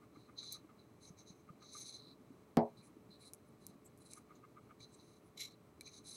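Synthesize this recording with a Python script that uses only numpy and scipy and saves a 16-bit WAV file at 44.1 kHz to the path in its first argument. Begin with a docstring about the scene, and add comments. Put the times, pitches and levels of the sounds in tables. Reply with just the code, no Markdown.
"""Hands turn a dry, weathered stick close to the microphone in a quiet room. From the start, sliding skin
hisses in short strokes and its friction rings the wood near 4 and 6 kHz, among soft finger bumps and runs of
faint stick-slip squeaks. Two splinters snap at about 0.5 s. At 2.6 s one sharp knock excites the modes of a
hollow body. More splinters tick as the turning goes on, a nail scrapes over the grain at 5.4 s, clicking as it
bites, and a few firm strokes end the scene."""
import sys
import numpy as np
from scipy import signal
from scipy.fft import rfft, irfft, next_fast_len
from scipy.io import wavfile

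SR = 44100
rng = np.random.default_rng(int(sys.argv[2]) if len(sys.argv) > 2 else 0)


def unload_audio(sound):
    """Save the sound as a 16-bit wav file, at the path given as the first command line argument."""
    columns = np.transpose(np.atleast_2d(sound))
    # keep every value between -1 and 1, then stretch to whole-number steps
    steps = np.round(np.clip(columns, -1, 1) * 32767)
    wavfile.write(sys.argv[1], SR, steps.astype(np.int16))


N = 271656
T = np.arange(N) / SR

# wood resonances driven by sliding: (frequency [Hz], bandwidth [Hz], relative level [dB])
MAIN_RESONANCES = [(4021, 138, 1), (4220, 1500, -20)]
UPPER_RESONANCES = [(5650, 590, -8), (6284, 200, 7)]
LOW_RESONANCE = [(2250, 230, 0)]
# spectrum of the skin hiss: (frequency [Hz], relative density [dB])
HISS_SPECTRUM = [(3100, -6), (4600, -11), (7500, 9), (10200, 14), (11400, 3), (12800, -12), (15500, -26)]
def sliding():
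    """Forced vibration: part of the skin's friction drives the wood's resonances, part radiates as hiss."""
    main, upper, hiss = stroke_gains()
    rub = friction(slips_per_s=5700, grain_db=4.5, patchy_db=1.5, smooth=1.0)
    grit = friction(slips_per_s=2500, grain_db=3.5, patchy_db=1.5, smooth=1.0)
    wood = from_db(-0.56) * main * resonate(rub, MAIN_RESONANCES)
    wood += from_db(-1.0) * upper * resonate(rub, UPPER_RESONANCES)
    wood += (from_db(-91.5) + from_db(-21.5) * upper) * resonate(rub, LOW_RESONANCE)
    firmness = np.cbrt(main * upper * hiss)   # a firm stroke also rasps between main and upper ring
    rasp = from_db(-10.0) * firmness * rms_one(band(grit, low_hz=3900, high_hz=5900))
    return wood + rasp + from_db(-3.0) * hiss * coloured(grit, HISS_SPECTRUM)


# strokes of skin: (start [s], length [s], main ring drive [dB], upper ring drive [dB], hiss drive [dB])
SKIN_STROKES = [ (0.134, 0.13, -73.5, -83.5, -85), (0.368, 0.038, -48.5, -61, -73),
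                (0.409, 0.086, -53.5, -62.5, -69.5), (0.499, 0.052, -49.5, -56.5, -61.5),
                (0.776, 0.028, -69.5, -86, -88), (1.004, 0.053, -66.5, -68, -66),
                (1.057, 0.03, -72, -60.5, -67.5), (1.168, 0.04, -66.5, -62, -75),
                (1.257, .045, -64, -63.5, -74), (1.335, 0.071, -92, -80, -87), (1.603, 0.14, -62, -67, -77),
                (1.713, 0.12, -59, -56, -59.5), (1.837, 0.059, -52.5, -56.5, -58.5),
                (1.912, 0.055, -53, -60, -63.5), (1.969, 0.15, -62, -86, -82),
                (2.755, 0.056, -68.5, -85, -78), (2.818, .055, -86, -83, -69),
                (3.096, 0.059, -64.5, -94, -80), (3.192, 0.089, -64.5, -79, -64.5),
                (3.595, .11, -75, -81, -74), (3.993, 0.034, -74, -89, -67), (4.038, 0.031, -71.5, -81, -65),
                (4.089, 0.044, -63.5, -66.5, -60), (4.135, .04, -80, -70.5, -62),
                (4.798, 0.036, -56.5, -65.5, -72), (4.88, 0.29, -78, -79, -78.5),
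                (4.983, 0.019, -62.5, -73, -86), (5.467, 0.072, -70, -90, -93),
                (5.798, 0.036, -68, -76, -80), (5.84, 0.042, -58, -60, -74),
                (5.907, 0.075, -61.5, -62.5, -67), (6.04, .12, -58, -61, -56)]
def stroke_gains():
    """Incoherent addition: overlapping strokes sum in power, for main ring, upper ring and hiss alike."""
    shapes = np.array([stroke(start, length) for start, length, *_ in SKIN_STROKES])
    gains = from_db([row[2:] for row in SKIN_STROKES])
    resting = from_db([-90.5, -94, -94])[:, None]   # the hands never quite rest
    catching = from_db(1.52 * drift(per_s=50))   # the dry surface catches unevenly
    return np.sqrt(gains.T ** 2 @ shapes ** 2 + resting ** 2) * catching


GRIP_S = 0.023   # rise time of a contact
def stroke(start, length, arch_db=1.5, release_t60=0.11):
    """Friction follows normal force: the finger takes hold, presses hardest midway, then lifts."""
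    pressure = np.sin(np.pi * np.clip((T - start) / (length + GRIP_S), 0, 1))
    release = np.exp(-np.log(1000) * np.clip((T - start - length) / release_t60, 0, 10))
    return take_hold(start) * from_db(arch_db * (pressure - 1)) * release


def take_hold(start):
    """Gradual onset of contact: first a graze, then the full grip."""
    return .5 + .5 * np.tanh(2 * (T - start) / GRIP_S - 1)


KNOCK_S = 2.5709
# modes of the hollow body: (frequency [Hz], level [dB], t60 [s])
BODY_MODES = [(116, -46.5, 0.39), (160, -27, 0.13), (232.5, -24.5, 0.23), (315, -26, 0.063),
              (341, -29.5, .22), (423, -33, 0.47), (478, -33, 0.15), (545, -36, 0.39), (665, -33, 0.39),
              (755, -32, 0.25), (744, -39, 0.13), (882, -58, 0.24), (938, -50, .24), (960, -50, 0.42),
              (964, -48, 0.29), (1093, -38, 0.086), (1254, -39, 0.064)]
# its dense ringing tail: (low edge [Hz], high edge [Hz], level [dB], t60 [s], choked after [s])
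BODY_TAIL = [(40, 260, -42.5, 0.21, 0.074), (180, 560, -24.5, 0.13, 0.017), (507, 925, -33, 0.41, 0.1),
             (1090, 2330, -47.5, 0.16, 0.068), (2500, 4400, -57, 0.13, .042),
             (4000, 5650, -54.5, 0.1, 0.063)]
def knock():
    """Impulse response of a hollow body: a steep thud, then low modes and their dense tail."""
    blow = impulse(KNOCK_S)
    thud = from_db(-20) * decay(KNOCK_S, t60=0.0013) + from_db(-19.5) * ring(blow, hz=400, t60=0.0064)
    # neighbouring modes swing in opposite directions
    body = sum((-1) ** k * from_db(db) * ring(blow, hz, t60)
               for k, (hz, db, t60) in enumerate(BODY_MODES))
    tail = 0
    for low, high, db, t60, after_s in BODY_TAIL:
        noise = rms_one(band(band(rng.standard_normal(N), low, high), low, high))
        tail += from_db(db) * decay(KNOCK_S, t60) * choke(after_s) * noise
    build_up = 1 - decay(KNOCK_S, t60=0.0048)
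    return tail * build_up + body * choke(after_s=0.11) - thud


def choke(after_s):
    """Added damping smothers the knock's ring soon after the blow."""
    return 1 / (1 + (np.maximum(T - KNOCK_S, 0) / after_s) ** 6)


# splinters, and near 5.4 s the clicks of the nail as it bites: (time [s], drive [dB], cutoff [Hz], relative
# ring drive [dB], relative crumbling [dB])
SPLINTERS = [ (0.4311, -37, 7500, -5.5, -9), (0.5243, -22, 15000, -23, -21), (1.1873, -56, 9000, 5, -25),
             (3.3348, -30, 11500, -18, -14), (3.667, -23.5, 14100, -36, -30),
             (3.9758, -44.5, 12600, -24, -14), (4.135, -23.5, 10500, -38, -35),
             (4.1738, -48, 11000, -19, -17), (4.805, -41.5, 7000, 3, -6.5), (5.4018, -34.5, 9000, 6.5, -16),
             (5.42, -40, 8000, -1, -12), (5.8098, -26, 11500, -3, -23), (5.874, -48, 10000, 1, -9.5)]
# wood modes rung by a snap: (frequency [Hz], relative level [dB], t60 [s])
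SNAP_MODES = [(2314, -19.5, 0.039), (4050, -16.5, 0.02), (6440, -19, .01)]
# spectrum of the crumbling: (frequency [Hz], relative density [dB])
CRUMB_SPECTRUM = [(2000, -38), (4500, -4.5), (7000, 4.5), (11000, 12.5), (13000, 10), (15500, 4)]
def splinters():
    """Brittle fracture: a splinter snaps in under a millisecond, rings the wood and crumbles briefly; the
    nail's clicks as it bites at 5.4 s sound the same way."""
    cracks, blows = np.zeros((2, N))
    crumbs = coloured(friction(slips_per_s=4000, grain_db=9.0, patchy_db=6.5, smooth=0.4), CRUMB_SPECTRUM)
    for s, db, cutoff_hz, ring_db, tail_db in SPLINTERS:
        snap = from_db(2) * band(band(impulse(s), 5000, 16000), 5000, 16000)
        crumble = crumbs * (from_db(-17) * decay(s, t60=0.0041) + from_db(tail_db) * decay(s, t60=0.062))
        low_pass = signal.butter(6, cutoff_hz, fs=SR, output="sos")
        cracks += from_db(db) * signal.sosfilt(low_pass, snap + crumble + 1e-18)
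        blows += from_db(db + ring_db) * impulse(s)
    blows = band(blows, low_hz=1920, high_hz=9000)
    return cracks + sum(from_db(db) * ring(blows, hz, t60) for hz, db, t60 in SNAP_MODES)


# resonances under the nail: (frequency [Hz], bandwidth [Hz], relative level [dB])
NAIL_RESONANCES = [(2210, 82, -9), (3120, 570, -22), (4000, 114, -3.5), (5620, 210, -13.5),
                   (6300, 360, -17.5), (7400, 580, -19), (11000, 1400, -24), (13000, 900, -30)]
def nail_scrape(lands_s=5.364, peak_s=5.42, peak_db=-43, rise_db_per_s=333, fall_db_per_s=320):
    """Broadband excitation: a hard nail bites ever harder, wakes many resonances, then slides off."""
    to_peak_s = peak_s - T
    below_peak_db = np.clip(np.maximum(rise_db_per_s * to_peak_s, -fall_db_per_s * to_peak_s), 0, 200)
    rub = friction(slips_per_s=3800, grain_db=2.0, patchy_db=4.5, smooth=0.6)
    return take_hold(lands_s) * from_db(peak_db - below_peak_db) * resonate(rub, NAIL_RESONANCES)


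# firmer bumps of the fingers: (time [s], drive [dB], frequency [Hz])
FIRM_BUMPS = [(0.17, -46, 293), (0.645, -45.5, 312), (1.104, -41.5, 169), (1.303, -43.5, 180),
              (1.503, -42.5, 160), (2.115, -52, 280), (2.202, -46.5, 248), (2.305, -43.5, 262),
              (2.79, -48, 200), (2.967, -43.5, 304), (3.092, -48.5, 202), (3.622, -50.5, 210),
              (3.695, -46.5, 229), (3.755, -47, 238), (4.806, -56, 112)]
def bumps(light_db=-58, low_hz=169, high_hz=320, until_s=4.8):
    """Damped oscillation: soft flesh presses for a few milliseconds and stills the stick within cycles."""
    # lighter bumps fall at random while the fingers walk round the stick
    light = [(when * until_s, light_db, low_hz + pitch * (high_hz - low_hz))
             for when, pitch in rng.random(size=(7, 2))]
    out = 0
    for s, db, hz in FIRM_BUMPS + light:
        envelope = decay(s, t60=0.044) - decay(s, t60=0.0089)
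        out += from_db(db) * envelope * np.sin(2 * np.pi * hz * (T - s))
    return out


# runs of squeaks: (start [s], end [s], starting level [dB])
SQUEAK_TRAINS = [(0.032, 0.76, -63.5), (1.494, 1.83, -59.5), (4.179, 4.78, -60)]
# their resonances: (frequency [Hz], bandwidth [Hz], relative level [dB])
SQUEAK_RESONANCES = [(1213, 45, 13.5), (1700, 590, -37), (2086, 150, -7)]
def squeaks(period_s=.133, length_s=.019, growth_db_per_s=4):
    """Stick-slip friction drives a narrow resonance in evenly spaced bursts that grow through each run."""
    envelope = sum(from_db(db + growth_db_per_s * (s - start)) * swell(s, length_s)
                   for start, end, db in SQUEAK_TRAINS for s in np.arange(start, end, period_s))
    rub = friction(slips_per_s=1600, grain_db=1.0, patchy_db=0.5, smooth=0.26)
    return envelope * resonate(rub, SQUEAK_RESONANCES)


# brushes of a fingertip: (time [s], level [dB], centre frequency [Hz], length [s])
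FINGERTIP_BRUSHES = [ (1.792, -73, 12400, .035), (2.835, -75, 2350, .038), (3.233, -75, 2350, .03),
                     (3.479, -81, 9650, .024), (3.859, -69, 11700, .011), (3.865, -63, 7850, 0.019),
                     (4.137, -72, 2370, 0.029), (4.362, -67.5, 6500, 0.014), (4.364, -69.5, 4000, 0.015),
                     (4.941, -68, 7840, .02), (5.265, -78, 10100, .035), (5.878, -64.5, 2330, .019)]
def brushes():
    """Narrow-band friction noise: each light touch gives a puff of hiss."""
    rub = friction(slips_per_s=2500, grain_db=9.0, patchy_db=-3.0, smooth=1.0)
    return sum(from_db(db) * swell(s, length) * rms_one(band(rub, 0.93 * hz, 1.073 * hz))
               for s, db, hz, length in FINGERTIP_BRUSHES)


# spectrum of the room noise: (frequency [Hz], relative density [dB])
ROOM_SPECTRUM = [(25, -47), (60, -8.5), (115, -1), (200, -1.5), (290, -0.5), (390, -5), (500, -10.5),
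                 (930, -16), (1160, -13), (1550, -24), (2200, -24.5), (3000, -30), (5000, -33.5),
                 (15500, -36.5)]
# hum and a thin whine: (frequency [Hz], level [dB])
HUM_TONES = [(118.4, -77.5), (428, -75), (594, -82.5), (8000, -96)]
def room_tone():
    """Noise floor: a low, slightly restless continuous spectrum with faint tones of wandering phase."""
    air = from_db(-64.5) * coloured(rng.standard_normal(N), ROOM_SPECTRUM) * from_db(.5 * drift(25))
    hum = sum(np.sqrt(2) * from_db(db) * np.sin(2 * np.pi * hz * T + 0.74 * drift(6))
              for hz, db in HUM_TONES)
    return air + hum


def friction(slips_per_s, grain_db, patchy_db, smooth):
    """Shot noise: tiny uneven slips over a smooth hiss, clumped by the ridges of the wood."""
    sizes = from_db(grain_db * np.minimum(rng.exponential(1, N), 4)) * rng.choice([-1, 1], N)
    slips = rms_one(sizes * (rng.random(N) < slips_per_s / SR))
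    return rms_one((slips + smooth * rng.standard_normal(N)) * from_db(patchy_db * drift(180)))


def resonate(x, resonances):
    """Parallel resonators of alternating sign, band-limited to darken the outer skirts; rms 1."""
    out = 0
    for k, (hz, width, db) in enumerate(resonances):
        radius = np.exp(-np.pi * width / SR)
        feedback = [1, -2 * radius * np.cos(2 * np.pi * hz / SR), radius ** 2]
        gain = (-1) ** k * from_db(db) * (1 - radius ** 2) / 2
        out += gain * signal.lfilter([1, 0, -1], feedback, x)
    return rms_one(band(out, .86 * resonances[0][0], 1.2 * resonances[-1][0]))


def ring(clicks, hz, t60):
    """Free vibration of one mode: a unit click starts a decaying sine of height 1."""
    radius, angle = 1000 ** (-1 / (t60 * SR)), 2 * np.pi * hz / SR
    return signal.lfilter([0, np.sin(angle)], [1, -2 * radius * np.cos(angle), radius ** 2], clicks + 1e-18)


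def coloured(x, spectrum):
    """Spectral shaping by a smooth curve; rms 1."""
    hz, db = np.transpose(spectrum)
    size = next_fast_len(N)
    bins = np.maximum(np.arange(size // 2 + 1) * SR / size, 1)
    gain = from_db(np.interp(np.log(bins), np.log(hz), db))
    return rms_one(irfft(rfft(x, size) * gain, size)[:N])


def band(x, low_hz, high_hz):
    """Causal band-pass filtering."""
    return signal.sosfilt(signal.butter(2, [low_hz, high_hz], "band", fs=SR, output="sos"), x + 1e-18)


def impulse(s):
    """Unit impulse at time s."""
    return 1. * (np.arange(N) == round(s * SR))


def decay(start, t60):
    """Exponential decay from 1, by 60 dB in t60 seconds."""
    return (T >= start) * np.exp(-np.log(1000) * np.clip((T - start) / t60, 0, 10))


def swell(middle, length):
    """Gaussian envelope of a brief touch."""
    return np.exp(-np.minimum(2 * ((T - middle) / length) ** 2, 20))


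def drift(per_s):
    """Random modulation: straight lines between values with a spread of 1."""
    steps = rng.standard_normal(N // 20)
    return np.interp(T * per_s, np.arange(len(steps)), steps)


def from_db(db):
    """Decibels to amplitude ratio."""
    return 10 ** (np.asarray(db) / 20)


def rms_one(x):
    """Normalisation to unit power."""
    return x / np.sqrt(np.mean(x ** 2) + 1e-20)


def scene():
    """Superposition: the close, dry sources add in one channel."""
    handling = sliding() + nail_scrape() + splinters() + brushes() + squeaks() + bumps()
    return (handling + knock() + room_tone())[None]


def record(dry, cutoff_hz=15800):
    """Band limiting: a steep low-pass cuts the highest treble."""
    return signal.sosfilt(signal.ellip(10, .1, 70, cutoff_hz, fs=SR, output="sos"), dry)


dry = scene()
out = record(dry)
unload_audio(out)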